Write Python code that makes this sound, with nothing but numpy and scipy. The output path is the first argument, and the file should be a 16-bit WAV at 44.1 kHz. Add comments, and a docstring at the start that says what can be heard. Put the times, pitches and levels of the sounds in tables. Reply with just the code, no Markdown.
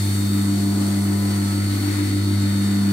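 """Machining centre with coolant

A machining centre runs steadily with its coolant on, heard from close by the cabinet.
Mains hum drones as sine partials and beats against a motor shaft order; buzz, tones and a whistle waver.
The drive whines, its sidebands and overtones pulsing once a turn.
The housing rumbles and the coolant hisses and splashes as shaped noise, ringing in the sheet metal."""
import sys
import numpy as np
from scipy import signal
from scipy.fft import rfft, irfft
from scipy.io import wavfile
from scipy.ndimage import uniform_filter1d

SR = 44100
rng = np.random.default_rng(int(sys.argv[2]) if len(sys.argv) > 2 else 0)


def dump_mix(stems):
    """Bounce the given channels to the path in sys.argv[1] as a 16-bit WAV at rate SR."""
    frames = np.atleast_2d(stems).T  # one column per channel
    limited = np.clip(frames, -1, 1)  # hard clip at full scale
    pcm = np.round(limited * 32767).astype(np.int16)
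    wavfile.write(sys.argv[1], SR, pcm)


N = 128772

# Rumble of the housing. Each row: frequency in Hz, base level in dB per Hz.
RUMBLE = [(20, -82), (40, -74), (75, -70), (115, -63), (150, -64.5), (205, -64.5), (255, -54), (310, -56.5),
          (370, -64.5), (440, -74), (700, -92.5)]
# Coolant spray. Each row: frequency in Hz, base level in dB per Hz, left-right difference in dB.
SPRAY = [(200, -74, 2), (450, -73, 3.5), (700, -71.5, 5), (1020, -72.5, 6), (1320, -71, 5),
         (1590, -74.5, 2.5), (2050, -69, 1.5), (2400, -74.5, -1.5), (2840, -78, 8.5), (3350, -76, 3),
         (4120, -74, 7.5), (4400, -71, 0), (4930, -77.5, 4.5), (6240, -78, 0.5), (8060, -74, 1),
         (8780, -71.5, 1.5), (10040, -78, 5.5), (11300, -81, 3), (13400, -78.5, 3), (14300, -83, 2),
         (15700, -87, 2)]
# Low splash. Each row: time in s, gain in dB.
LOW_SPLASH = [(0, -1.5), (.5, 2.5), (.65, 1), (.9, 4.5), (1.02, 0), (1.35, 2), (1.6, 0.5), (2.2, -0.5),
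              (2.9, 3)]
# Brighter splash. Each row: time in s, gain in dB.
BRIGHT_SPLASH = [(0, -1.5), (.5, -1.5), (.7, -2.5), (1.3, 0), (1.68, 2), (1.88, 2.5), (2.05, 2.5), (2.3, 0),
                 (2.7, 0), (2.9, 1)]
# Top treble of the spray. Each row: time in s, gain in dB.
FIZZ = [(0, 2), (.25, 3.3), (.5, -0.3), (1.2, 1.3), (1.8, 0.3), (2.3, -3.2), (2.9, -1.5)]
# Whine and sidebands. Each row: offset in shaft rates (used rounded, halves to even), base level in dB,
# left-right difference in dB.
SIDEBANDS = [(-1.5, -51.5, -3), (-1, -48, 6.5), (0, -46.5, -1.5), (2, -54.5, 4), (2.5, -49.5, -2.5),
             (2, -57, -2.5)]
# Overtones of the whine. Each row: multiple, base level in dB, left-right difference in dB.
OVERTONES = [(2, -46, 0), (3, -56, -2)]
# Whine gain. Each row: time in s, gain in dB.
WHINE_GAIN = [(0, 1.5), (.3, .5), (.6, -1.5), (1.4, -1), (1.65, 0.5), (2, 1.2), (2.3, .3), (2.9, -0.3)]
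# Motor orders. Each row: multiple of the shaft rate, level in dB, left-right difference in dB.
ORDERS = [(1, -59, 0), (3, -48.5, 0), (7, -45, 4), (8, -54, -2), (9, -51.5, 21), (11, -56, 13),
          (12, -65, 9), (13, -60, -9)]
# Steady tones of pumps and bearings. Each row: frequency in Hz, level in dB, left-right difference in dB.
TONES = [(346, -46, 4), (356, -46.5, -29), (1116, -62, 4.5), (1453, -57, 18), (2000, -59, 5),
         (4100, -79, 3), (4156, -74, 6)]
# Two-note whistle. Each row: frequency in Hz, base level in dB, left-right difference in dB.
WHISTLE = [(3678, -51, 4), (3765, -56, 2)]
# Whistle gain. Each row: time in s, gain in dB.
WHISTLE_GAIN = [(0, 3.5), (.3, 5), (.7, -4), (1.1, -8), (1.7, 0.5), (2.3, 2), (2.65, 5), (2.9, 0)]
# Throb and rumble gain. Each row: time in s, gain in dB.
THROB_GAIN = [(0, -2.5), (.35, -1), (.75, 1.5), (1.0, -1.5), (1.3, -3.5), (1.6, -1), (1.95, 2.5), (2.3, 0),
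              (2.6, -1), (2.9, .5)]
# Drone. Each row: time in s, fundamental in dB, octave in dB (both before their trims).
DRONE = [(0.03, -21.5, -30), (0.08, -21.5, -29), (0.34, -23.5, -22.5), (0.93, -25.5, -22.5),
         (1.11, -23.5, -22.5), (1.43, -24, -24), (1.66, -22.5, -27.5), (1.83, -23.5, -31), (1.99, -24, -32),
         (2.39, -20.5, -25), (2.63, -24.5, -21.5), (2.88, -25, -19.5)]
# Buzz partials. Each row: multiple of the buzz rate, base level in dB, left-right difference in dB.
BUZZ = [(4, -50, 7.5), (5, -57, 18), (6, -54.5, 9), (7, -53, 6), (8, -62.5, 7), (9, -55, 13),
        (10, -54.5, 14), (11, -64, 0), (12, -58.5, 4), (14, -55, 13), (15, -56, 0), (17, -65, -6),
        (18, -57.5, 5), (20, -56, -4), (21, -65, -4)]
# Buzz gain. Each row: time in s, gain up to the tenth partial in dB, gain above it in dB.
BUZZ_GAIN = [(0, -5, -8), (.4, -4, 1.5), (.68, 5, -5), (.95, 4.5, -1), (1.2, 4.5, 0), (1.48, 1, -1),
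             (1.7, -3, 4), (2.1, -1.5, 0.5), (2.6, -0.5, 1.5), (2.9, -1, 6.5)]
# Thirteenth buzz partial, the loudest. Each row: time in s, level in dB.
THIRTEENTH = [(0, -57), (.45, -48), (.66, -64), (.9, -52), (1.2, -52), (1.5, -42), (1.8, -47), (1.97, -50),
              (2.25, -49), (2.6, -49), (2.9, -55)]

HUM_HZ, BUZZ_HZ, SHAFT_HZ, WHINE_HZ = 100.0, 100.15, 48.89, 4399.8
HUM_DRIFT_HZ, BUZZ_DRIFT_HZ, SHAFT_DRIFT_HZ = 0.047, 0.062, 0.0082
WHINE_DRIFT_HZ, TONE_DRIFT_HZ = 0.36, 0.43
RUMBLE_SIDE_DB, RUMBLE_SIDE_HZ = -10, 300  # side against mid at this frequency
SPRAY_SWELL_DB, SPRAY_FLICKER_DB, SPRAY_GRAIN_DB = 0.58, 0.85, 1.2
LOW_SPLASH_HZ, BRIGHT_SPLASH_HZ, FIZZ_HZ, SPLASH_OCTAVES = 740, 2340, 13100, 0.69
CABINET_T60_S, SPRAY_WET_DB, WHINE_WET_DB = 0.2, -2.5, -2
WHINE_PEAK_S, WHINE_EAR_LAG_S = 0.0067, 0.00088  # first pulse; delay between the ears
WHINE_SMEAR_RAD = 0.25  # spreads each pulse; times the squared offset
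SWING_HZ = 126  # pitch swing per turn, scaled by the overtone's multiple
OVERTONE_PULSE_DB, OVERTONE_WAVER_DB, WHINE_WAVER_DB = 5.5, 1.1, 1.1
WHINE_EAR_RAD, THROB_EAR_RAD = 1.3, 0.5  # phase difference between the ears
THIRD_DB, SIXTH_DB, THROB_PEAK_S, THROB_WAVER_DB = -29.5, -34, 0.21, 1.2  # levels before THROB_GAIN
DRONE_TRIM_DB, OCTAVE_TRIM_DB, DRONE_WAVER_DB = 0.5, 0.5, 0
LOW_WAVER_DB, BUZZ_WAVER_DB, TONE_WAVER_DB, WHISTLE_WAVER_DB = 1.7, 2.5, 2.0, 2.7
THIRTEENTH_PAN_DB = 6
TOP_HZ = 15700
EARS = np.array([[0.5], [-0.5]])  # shares of a difference between left and right


def undb(db):
    """Decibels to gain."""
    return 10 ** (np.asarray(db) / 20)


def curve(rows, axis=1):
    """One column of a table, joined by straight lines in time."""
    rows = np.array(rows)
    return np.interp(np.arange(N) / SR, rows[:, 0], rows[:, axis])


def bins_hz():
    """Frequencies of the spectrum, at least 1 Hz."""
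    return np.maximum(np.fft.rfftfreq(N, 1 / SR), 1)


def colour(rows, axis=1):
    """One column of a table, spread over the bins on a log-frequency axis."""
    rows = np.array(rows)
    return np.interp(np.log(bins_hz()), np.log(rows[:, 0]), rows[:, axis])


def noise(channels=2):
    """Unrelated white noises at 0 dB per Hz."""
    return rng.standard_normal((channels, N)) * np.sqrt(SR / 2)


def wander(rate_hz):
    """Random levels held 1 / rate_hz s and slewed twice; zero mean, spread 1."""
    hold = max(int(SR / rate_hz), 1)
    steps = np.repeat(rng.standard_normal(N // hold + 2), hold)
    smooth = uniform_filter1d(uniform_filter1d(steps, hold), hold)[:N]
    return (smooth - smooth.mean()) / smooth.std()


def pan(db):
    """Left and right gains for a level difference, at constant power."""
    db = np.atleast_1d(db)
    gains = undb(np.array([db, -db]) / 2)
    return gains / np.sqrt(np.mean(gains ** 2, axis=0))


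def turning(hz, drift_hz):
    """Phase of a rotation whose rate drifts a little."""
    return 2 * np.pi * np.cumsum(hz + drift_hz * wander(3.03)) / SR


def since(phase, start_s):
    """Phase counted from a given moment."""
    return phase - np.interp(start_s * SR, np.arange(N), phase)


def scattered(phase):
    """A partial starts anywhere in its cycle; the higher it is, the more the ears differ, up to a limit."""
    hz = (phase[-1] - phase[0]) * SR / N / (2 * np.pi)
    apart = min(hz / 900, 1.4) * rng.choice([-1, 1]) * EARS
    return phase + apart + rng.uniform(0, 2 * np.pi)


def tone(phase, db, pan_db, waver_db):
    """Sine partial at an RMS level that wavers."""
    waver = undb(waver_db * wander(4.98))
    waver /= np.sqrt(np.mean(waver ** 2))
    return np.sqrt(2) * undb(db) * pan(pan_db) * waver * np.sin(phase)


def free_tones(rows, waver_db):
    """Tones that each drift in pitch on their own."""
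    return sum(tone(scattered(turning(hz, TONE_DRIFT_HZ)), db, pan_db, waver_db)
               for hz, db, pan_db in rows)


def cabinet(x, wet_db):
    """Dense decaying reflections between metal walls, different at each ear; power is kept."""
    tail = rng.standard_normal((2, N)) * np.exp(-np.log(1000) * np.arange(N) / SR / CABINET_T60_S)
    tail *= undb(wet_db) / np.sqrt(np.sum(tail ** 2, axis=1, keepdims=True))
    return irfft(rfft(x) * (1 + rfft(tail)), N) / np.sqrt(1 + undb(wet_db) ** 2)


def housing():
    """Low rumble of the panels: shaped noise, wider between the ears as frequency rises."""
    mid, side = rfft(noise()) * undb(colour(RUMBLE))
    width = undb(RUMBLE_SIDE_DB) * np.minimum(bins_hz() / RUMBLE_SIDE_HZ, 2)
    return irfft(mid + width * side * np.array([[1], [-1]]), N)


def splash_db(band_hz):
    """Splash gain of one band: three regions, each fading with distance in octaves."""
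    def near(centre_hz):
        return np.exp(-0.5 * (np.log2(band_hz / centre_hz) / SPLASH_OCTAVES) ** 2)

    low = near(LOW_SPLASH_HZ) * curve(LOW_SPLASH)
    bright = near(BRIGHT_SPLASH_HZ) * curve(BRIGHT_SPLASH)
    return low + bright + near(FIZZ_HZ) * curve(FIZZ)


def coolant():
    """Grainy spray noise in octave bands that swell together and flicker alone; the splash shifts in colour."""
    drops = noise() * undb(SPRAY_GRAIN_DB * wander(900))
    spray = rfft(cabinet(drops, SPRAY_WET_DB)) * undb(colour(SPRAY)) * pan(colour(SPRAY, axis=2))
    swell_db = SPRAY_SWELL_DB * wander(5.65)
    out = 0
    for band_hz in 125 * 2.0 ** np.arange(8):
        overlap = np.maximum(1 - abs(np.log2(bins_hz() / band_hz)), 0)
        band = irfft(spray * overlap, N)
        flicker_db = SPRAY_FLICKER_DB * wander(22.07)
        out = out + band * undb(swell_db + splash_db(band_hz) + flicker_db)
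    return out


def whine(shaft):
    """Drive tone whose sidebands gather into a pulse once a turn; its overtones pulse and swing in pitch."""
    centre = turning(WHINE_HZ, WHINE_DRIFT_HZ)
    turn = since(shaft, WHINE_PEAK_S)
    heard = turn + 2 * np.pi * SHAFT_HZ * WHINE_EAR_LAG_S * EARS
    out = 0
    for offset, db, pan_db in SIDEBANDS:
        k = round(offset)
        phase = centre + WHINE_EAR_RAD * EARS + k * heard + WHINE_SMEAR_RAD * k ** 2
        out = out + tone(phase, db, pan_db, WHINE_WAVER_DB)
    swung = centre + SWING_HZ / SHAFT_HZ * np.cos(turn)
    overtones = sum(tone(scattered(k * swung), db, pan_db, OVERTONE_WAVER_DB)
                    for k, db, pan_db in OVERTONES)
    pulsed = overtones * undb(OVERTONE_PULSE_DB * np.cos(turn))
    return out + cabinet(pulsed, WHINE_WET_DB)


def motor(shaft):
    """Multiples of the shaft rate, pump and bearing tones, and a thin whistle that fades and returns."""
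    orders = sum(tone(scattered(k * shaft), db, pan_db, LOW_WAVER_DB) for k, db, pan_db in ORDERS)
    whistle = free_tones(WHISTLE, WHISTLE_WAVER_DB) * undb(curve(WHISTLE_GAIN))
    return orders + free_tones(TONES, TONE_WAVER_DB) + whistle


def throb(mains, shaft):
    """The hum's third partial and the shaft's sixth order beat about seven times a second."""
    apart = THROB_EAR_RAD * EARS
    third = 3 * since(mains, THROB_PEAK_S) + apart
    sixth = 6 * since(shaft, THROB_PEAK_S) + apart
    return tone(third, THIRD_DB, 3, THROB_WAVER_DB) + tone(sixth, SIXTH_DB, -1.2, THROB_WAVER_DB)


def hum(mains):
    """Magnetic hum: two strong partials that swell slowly, under a restless buzz of higher partials."""
    buzz = turning(BUZZ_HZ, BUZZ_DRIFT_HZ)
    out = tone(scattered(mains), DRONE_TRIM_DB, 0, DRONE_WAVER_DB) * undb(curve(DRONE))
    # the octave follows the buzz rate
    out += tone(scattered(2 * buzz), OCTAVE_TRIM_DB, 0, DRONE_WAVER_DB) * undb(curve(DRONE, axis=2))
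    out += tone(scattered(13 * buzz), curve(THIRTEENTH), THIRTEENTH_PAN_DB, LOW_WAVER_DB)
    low, high = undb(curve(BUZZ_GAIN)), undb(curve(BUZZ_GAIN, axis=2))
    for k, db, pan_db in BUZZ:
        partial = tone(scattered(k * buzz), db, pan_db, BUZZ_WAVER_DB)
        out += partial * (low if k <= 10 else high)
    return out


def scene():
    """The whole machine; throb and rumble share one gain curve."""
    mains, shaft = turning(HUM_HZ, HUM_DRIFT_HZ), turning(SHAFT_HZ, SHAFT_DRIFT_HZ)
    body = (housing() + throb(mains, shaft)) * undb(curve(THROB_GAIN))
    drive = whine(shaft) * undb(curve(WHINE_GAIN))
    return body + coolant() + drive + motor(shaft) + hum(mains)


def record(dry):
    """The recorder cuts the top with a steep elliptic low-pass."""
    low_pass = signal.ellip(12, 0.1, 90, TOP_HZ, fs=SR, output="sos")
    return signal.sosfilt(low_pass, dry)


dry = scene()
out = record(dry)
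dump_mix(out)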